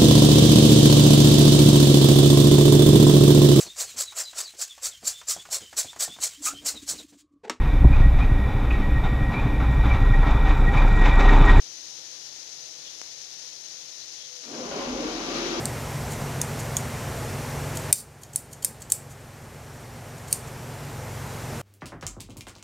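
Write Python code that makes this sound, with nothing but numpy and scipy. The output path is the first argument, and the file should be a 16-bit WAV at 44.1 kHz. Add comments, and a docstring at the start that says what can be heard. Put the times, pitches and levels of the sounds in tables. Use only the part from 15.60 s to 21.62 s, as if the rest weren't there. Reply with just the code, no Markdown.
"""Steel scissors trim a jacket seam in a small workshop; fans rush and a sewing machine idles throughout.
First come three light snips: the blades snap shut and ring, and rub as they open again.
At 2.3 s the hardest snap drives them past each other, grinding, and ducks the limiter.
Three quick cuts follow, each a bite into cloth, a shear and a snap, then a softer one at 4.7 s.
Meanwhile the limiter lets go and the hum swells back over several seconds."""
import sys
import numpy as np
from scipy import signal
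from scipy.fft import rfft, irfft
from scipy.io import wavfile
from scipy.ndimage import uniform_filter1d

SR = 44100
rng = np.random.default_rng(int(sys.argv[2]) if len(sys.argv) > 2 else 0)


def wrap_up_sound(samples):
    """Save the sound to the file named by the first command line argument, as 16-bit audio."""
    columns = np.atleast_2d(samples).T
    # keep every value between -1 and 1, then stretch to whole-number steps
    tamed = np.clip(columns, -1, 1)
    steps = np.round(tamed * 32767).astype(np.int16)
    wavfile.write(sys.argv[1], SR, steps)


N = 265305
TIME = np.arange(N) / SR


def from_db(db):
    """Decibels to gain."""
    return 10 ** (np.asarray(db) / 20)


def unit_rms(x):
    """Scale to rms 1."""
    return x / np.sqrt(np.mean(x ** 2) + 1e-20)


def gain_at(points, hz):
    """Gain from (f/Hz, level/dB) points, interpolated over log frequency."""
    knots_hz, db = np.transpose(points)
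    return from_db(np.interp(np.log(hz + 1e-6), np.log(knots_hz), db))


def drift(rate_hz):
    """Slow random line through unit-variance knots."""
    knots = rng.standard_normal(int(N / SR * rate_hz) + 2)
    return np.interp(TIME * rate_hz, np.arange(len(knots)), knots)


def resonate(x, hz, width_hz):
    """Two-pole resonance, peak gain 1."""
    r = np.exp(-np.pi * width_hz / SR)
    b = np.array([1, 0, -1]) * (1 - r * r) / 2
    a = [1, -2 * r * np.cos(2 * np.pi * hz / SR), r * r]
    return signal.lfilter(b, a, x + 1e-18)


def butter(x, hz, kind, order=2):
    """Low-pass or high-pass."""
    return signal.sosfilt(signal.butter(order, min(hz, .45 * SR), kind, fs=SR, output="sos"), x)


def add(out, at_s, sound):
    """Mix a sound into both channels."""
    start = round(at_s * SR)
    out[:, start:start + sound.shape[1]] += sound[:, :N - start]


# fan rush before roll-off: f/Hz, density/(dB per Hz)
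FAN_SPECTRUM = [(12, -91), (28, -65), (46, -67), (66, -57.5), (100, -66.5), (140, -57), (188, -64),
                (228, -61.5), (325, -68.5), (450, -64.5), (800, -67.5), (1150, -71.5), (2050, -74.5),
                (4000, -83)]
# hiss before combing: f/Hz, density/(dB per Hz)
HISS_SPECTRUM = [(2000, -112.5), (3800, -86.5), (5500, -82.5), (7300, -81.5), (9000, -84.5), (10300, -87.5),
                 (12800, -86.5), (14200, -93), (16000, -104.5)]
# stereo width: f/Hz, side minus mid/dB
AIR_WIDTH = [(25, -34), (60, -46), (130, -58), (280, -27.5), (550, -18), (1100, -15), (1800, -15),
             (3000, -31.5), (4500, -32.5), (6000, -13.5), (9000, -7), (13000, 2)]

def ventilation(rolloff_hz=4500, comb_decay_s=.012):
    """Fan rush and thin hiss, wider in the treble; hard surfaces nearby comb the hiss."""
    hz = np.linspace(0, SR / 2, N // 2 + 1)
    t = TIME[:SR // 50]
    reflections = rng.standard_normal(len(t)) * np.exp(-t / comb_decay_s) * (t > .002)
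    comb = np.abs(.84 + .54 * rfft(reflections / np.linalg.norm(reflections), N))
    rush = gain_at(FAN_SPECTRUM, hz) / np.hypot(1, (hz / rolloff_hz) ** 2)
    hiss = gain_at(HISS_SPECTRUM, hz) * comb
    mid, side = rfft(rng.standard_normal((2, N))) * np.hypot(rush, hiss) * np.sqrt(SR / 2)
    return irfft(mid + gain_at(AIR_WIDTH, hz) * side * [[1], [-1]], N)


# motor and mains hum, faint whine on top: f/Hz, rms level/dB
HUM_LINES = [(61.5, -55), (74, -50), (98, -41), (120, -39.5), (142.2, -39.5), (164, -53.5), (240, -50.5),
             (360, -57.5), (382, -54), (457, -56.5), (840.5, -55.5), (1702, -90), (4334, -66), (5533, -63),
             (5840, -68)]

def motor(waver_db=1.7, wander_rad=.25):
    """Idling motor: steady lines, each wavering in level and phase."""
    out = 0
    for hz, db in HUM_LINES:
        phase = 2 * np.pi * (hz * TIME + rng.random()) + wander_rad * drift(2.983)
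        out += np.sqrt(2) * from_db(db + waver_db * drift(4)) * np.sin(phase)
    return out


def room(x, t60_s=.22, level_db=-9, side_db=-17, first_s=.0031, wall_hz=15000):
    """Dense reflections from table, machine and walls, dying quickly among the cloth."""
    t = TIME[:SR // 2]
    decay = from_db(-60 * t / t60_s) * (t > first_s)
    mid, side = butter(rng.standard_normal((2, len(t))), wall_hz, "low", order=1) * decay
    echoes = unit_rms(mid + from_db(side_db) * side * [[1], [-1]]) / np.sqrt(len(t))
    return from_db(level_db) * signal.fftconvolve(x.mean(axis=0)[None], echoes, axes=1)[:, :N]


# blade tip modes: f/Hz, relative level/dB
TIP_MODES = [(4700, -7.5), (6900, -7), (7500, 4), (7930, -10), (8700, -10), (9030, 3), (9760, -5),
             (10950, 18), (12950, -14)]

def tip_ring(x, t60_s=.036, ring_db=-9):
    """The free blade tips ring on softly."""
    width_hz = np.log(1000) / (np.pi * t60_s)
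    return sum(from_db(db + ring_db) * resonate(x, hz, width_hz) for hz, db in TIP_MODES)


# closed blades, damped by hand and cloth: f/Hz, width/Hz, level/dB
CLOSED_MODES = [(2350, 86, -28), (3670, 100, -9), (4480, 220, -11), (5100, 84, -4.5), (5820, 510, -9.5),
                (6390, 95, -3), (6900, 140, -2), (7580, 420, 0), (8330, 110, 4), (8800, 340, 1.5),
                (9250, 144, 2.5), (9700, 220, 0), (10440, 780, -7), (12020, 410, 1), (13600, 300, 0),
                (13600, 590, -3.5), (15000, 880, -7)]
# parted blades: f/Hz, width/Hz, level/dB
PARTED_MODES = [(3160, 114, -3), (4530, 190, 0.5), (5500, 280, -9.5), (6260, 120, 0), (6830, 220, -4),
                (7240, 180, -1.5), (8000, 130, -5), (8730, 400, -6.5), (9580, 180, -5), (9900, 450, -16),
                (11370, 280, -8), (12100, 400, -6), (13220, 350, -8.5), (14700, 500, -13)]

def blades(force, modes, crack_db, low_cut_hz=2000):
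    """Contact force rings the modes and radiates a direct crack; narrow steel gives little bass."""
    rings = sum((-1) ** k * from_db(db) * resonate(force, hz, width_hz)
                for k, (hz, width_hz, db) in enumerate(modes))
    return butter(rings + from_db(crack_db) * force, low_cut_hz, "high")


def rub(out, at_s, db, half_s, hz, modes=PARTED_MODES, catches_per_s=5000):
    """Edges catch and slip in dense tiny grains under one swell of pressure."""
    t = np.arange(-3 * half_s, 6 * half_s, 1 / SR)
    pressure = np.exp(-(t / half_s) ** 2 / 2)
    grains = rng.standard_normal(SR) * (rng.random(SR) < catches_per_s / SR)
    steel = blades(grains[:len(t)] * pressure, modes, crack_db=-18)
    scrape = unit_rms(resonate(steel, hz, width_hz=2000) + .4 * steel)
    add(out, at_s + t[0], from_db(db) * scrape[None] * np.sqrt(np.mean(pressure ** 2)))


# knocks on the stop: t/s, level/dB, half length/s
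STOP_KNOCKS = [(0.524, -39, 0.011), (1.003, -38, .0077), (2.172, -26.5, .0014), (2.635, -21.5, .0019),
               (2.932, -22.5, 0.0027), (3.222, -23, .003), (3.514, -37.5, .012), (4.583, -41, 0.0044),
               (4.877, -40, 0.0055)]

def openings(slide_lead_s=.014):
    """The edges slide apart, soft and bright, then knock against their stop."""
    out = np.zeros((2, N))
    for at_s, db, half_s in STOP_KNOCKS:
        rub(out, at_s - slide_lead_s, db - 14, half_s=.005, hz=8900)
        rub(out, at_s, db, half_s, hz=7800)
    return out


# bites into cloth: t/s, level/dB, half length/s
CLOTH_BITES = [(2.7336, -22.5, 0.0016), (3.027, -20.5, .0028), (3.303, -19, .0032), (4.683, -35.5, .004)]

def cuts():
    """The edges bite into the cloth and shear on towards the next snap."""
    out = np.zeros((2, N))
    for at_s, db, half_s in CLOTH_BITES:
        shut_s, shut_db = next(snap[:2] for snap in SNAPS if snap[0] > at_s)
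        stroke_s = shut_s - at_s
        rub(out, at_s, db, half_s, hz=7900)
        rub(out, at_s + .8 * stroke_s, shut_db - 30.5, half_s=.3 * stroke_s, hz=9000)
    return out


# grinds after the hardest snap: delay/s, level/dB, half length/s, f/Hz
GRINDS = [(0.047, -21.5, 0.023, 4700), (0.068, -24.5, 0.016, 9400)]

def overrun():
    """The hardest snap drives the blades past each other; they grind to rest."""
    out = np.zeros((2, N))
    hardest_s = max(SNAPS, key=lambda snap: snap[1])[0]
    for delay_s, db, half_s, hz in GRINDS:
        rub(out, hardest_s + delay_s, db, half_s, hz, CLOSED_MODES)
    return out


def chatter(length_s, grit=.11, bounce=.67, bounces=4):
    """Closing force: first contact, weaker bounces and the grit of parting fibres."""
    t = TIME[:2048]
    force = grit * rng.standard_normal(len(t)) * np.exp(-t / length_s)
    when = (np.arange(bounces) + rng.uniform(.4, 1, bounces)) / bounces
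    kicks = bounce * rng.choice([-1, 1], bounces) * np.exp(-when ** 2)
    force[(when * length_s * SR).astype(int)] += kicks
    force[0] += 1
    return force


# blade closings: t/s, level over 3 ms/dB, chatter/s, main ring f/Hz, level/dB,
# second ring f/Hz, level/dB, left minus right/dB
SNAPS = [(0.0553, -21, 0.0013, 8540, 6, 4380, 3, -1), (0.8151, -18.5, 0.0017, 6430, 1.5, 3600, -8, -1),
         (1.1676, -17, .0035, 6710, 9, 3420, -1, -1.5), (2.327, 7, 0.0022, 9300, -4, 2400, -6, 1),
         (2.7591, 0, .0016, 9300, 6, 7960, 5, -1), (3.0467, 1, .0022, 9000, 7, 11600, 8.5, -1),
         (3.3202, 3, 0.0031, 8020, 9, 3720, -7, -1), (4.7274, -4.5, 0.0015, 8900, 6.5, 4420, -4, 0)]

def snaps(ring_q=29, crack_db=-22, side_db=-13, send_db=-3.5, bright_hz_per_db=198):
    """Each closing meets at another spot and adds two rings of its own; returns direct and room feed."""
    direct, room_feed = np.zeros((2, N)), np.zeros((2, N))
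    for at_s, db, chatter_s, main_hz, main_db, second_hz, second_db, pan_db in SNAPS:
        top_hz = 13000 + bright_hz_per_db * db  # harder is brighter
        body = butter(blades(chatter(chatter_s), CLOSED_MODES, crack_db), top_hz, "low")
        main = from_db(main_db) * resonate(chatter(chatter_s), main_hz, main_hz / ring_q)
        second = from_db(second_db) * resonate(chatter(chatter_s), second_hz, second_hz / ring_q)
        snap = unit_rms(body + main + second)
        # the table top scatters differently to each ear: width, no shift of direction
        scatter = blades(chatter(chatter_s, grit=.15), CLOSED_MODES, crack_db)
        side = from_db(side_db) * unit_rms(scatter - snap * np.mean(scatter * snap))
        gain = from_db(db) * np.sqrt(.003 * SR / len(snap))
        pan = from_db([[pan_db / 2], [-pan_db / 2]])
        add(direct, at_s, gain * np.array([snap + side, snap - side]) * pan)
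        # the room gathers all directions: a more even colour
        even = butter(blades(signal.unit_impulse(len(snap)), CLOSED_MODES, crack_db), top_hz, "low")
        diffuse = unit_rms(unit_rms(even) + .7 * snap)
        add(room_feed, at_s, gain * from_db(send_db) * diffuse[None])
    return direct, room_feed


def scene():
    """Scissors close by; room, machine and fans behind."""
    direct, room_feed = snaps()
    scrapes = openings() + cuts() + overrun()
    scissors = direct + scrapes
    return scissors + tip_ring(scissors) + room(room_feed + scrapes) + motor() + ventilation()


def limiter(x, threshold_db=-10.5, release_db_per_s=4.5, ahead_s=.016, attack_s=.014):
    """Looks ahead, ducks fast under a loud snap, releases slowly."""
    power = uniform_filter1d(np.mean(x ** 2, axis=0), size=132)  # 3 ms
    over_db = np.maximum(10 * np.log10(np.maximum(power, 1e-12)) - threshold_db, 0)
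    release_db = release_db_per_s * TIME
    held_db = np.maximum.accumulate(over_db + release_db) - release_db
    early_db = np.interp(TIME + ahead_s, TIME, held_db)
    pole = np.exp(-1 / (attack_s * SR))
    duck_db = signal.lfilter([1 - pole], [1, -pole], early_db)
    return x * from_db(-duck_db)


def record(dry):
    """Limiter, soft clip, steep low-pass."""
    ceiling, cutoff_hz = .95, 15850
    rounded = ceiling * np.tanh(limiter(dry) / ceiling)
    return signal.sosfilt(signal.ellip(10, .2, 80, cutoff_hz, fs=SR, output="sos"), rounded)


dry = scene()
out = record(dry)
wrap_up_sound(out)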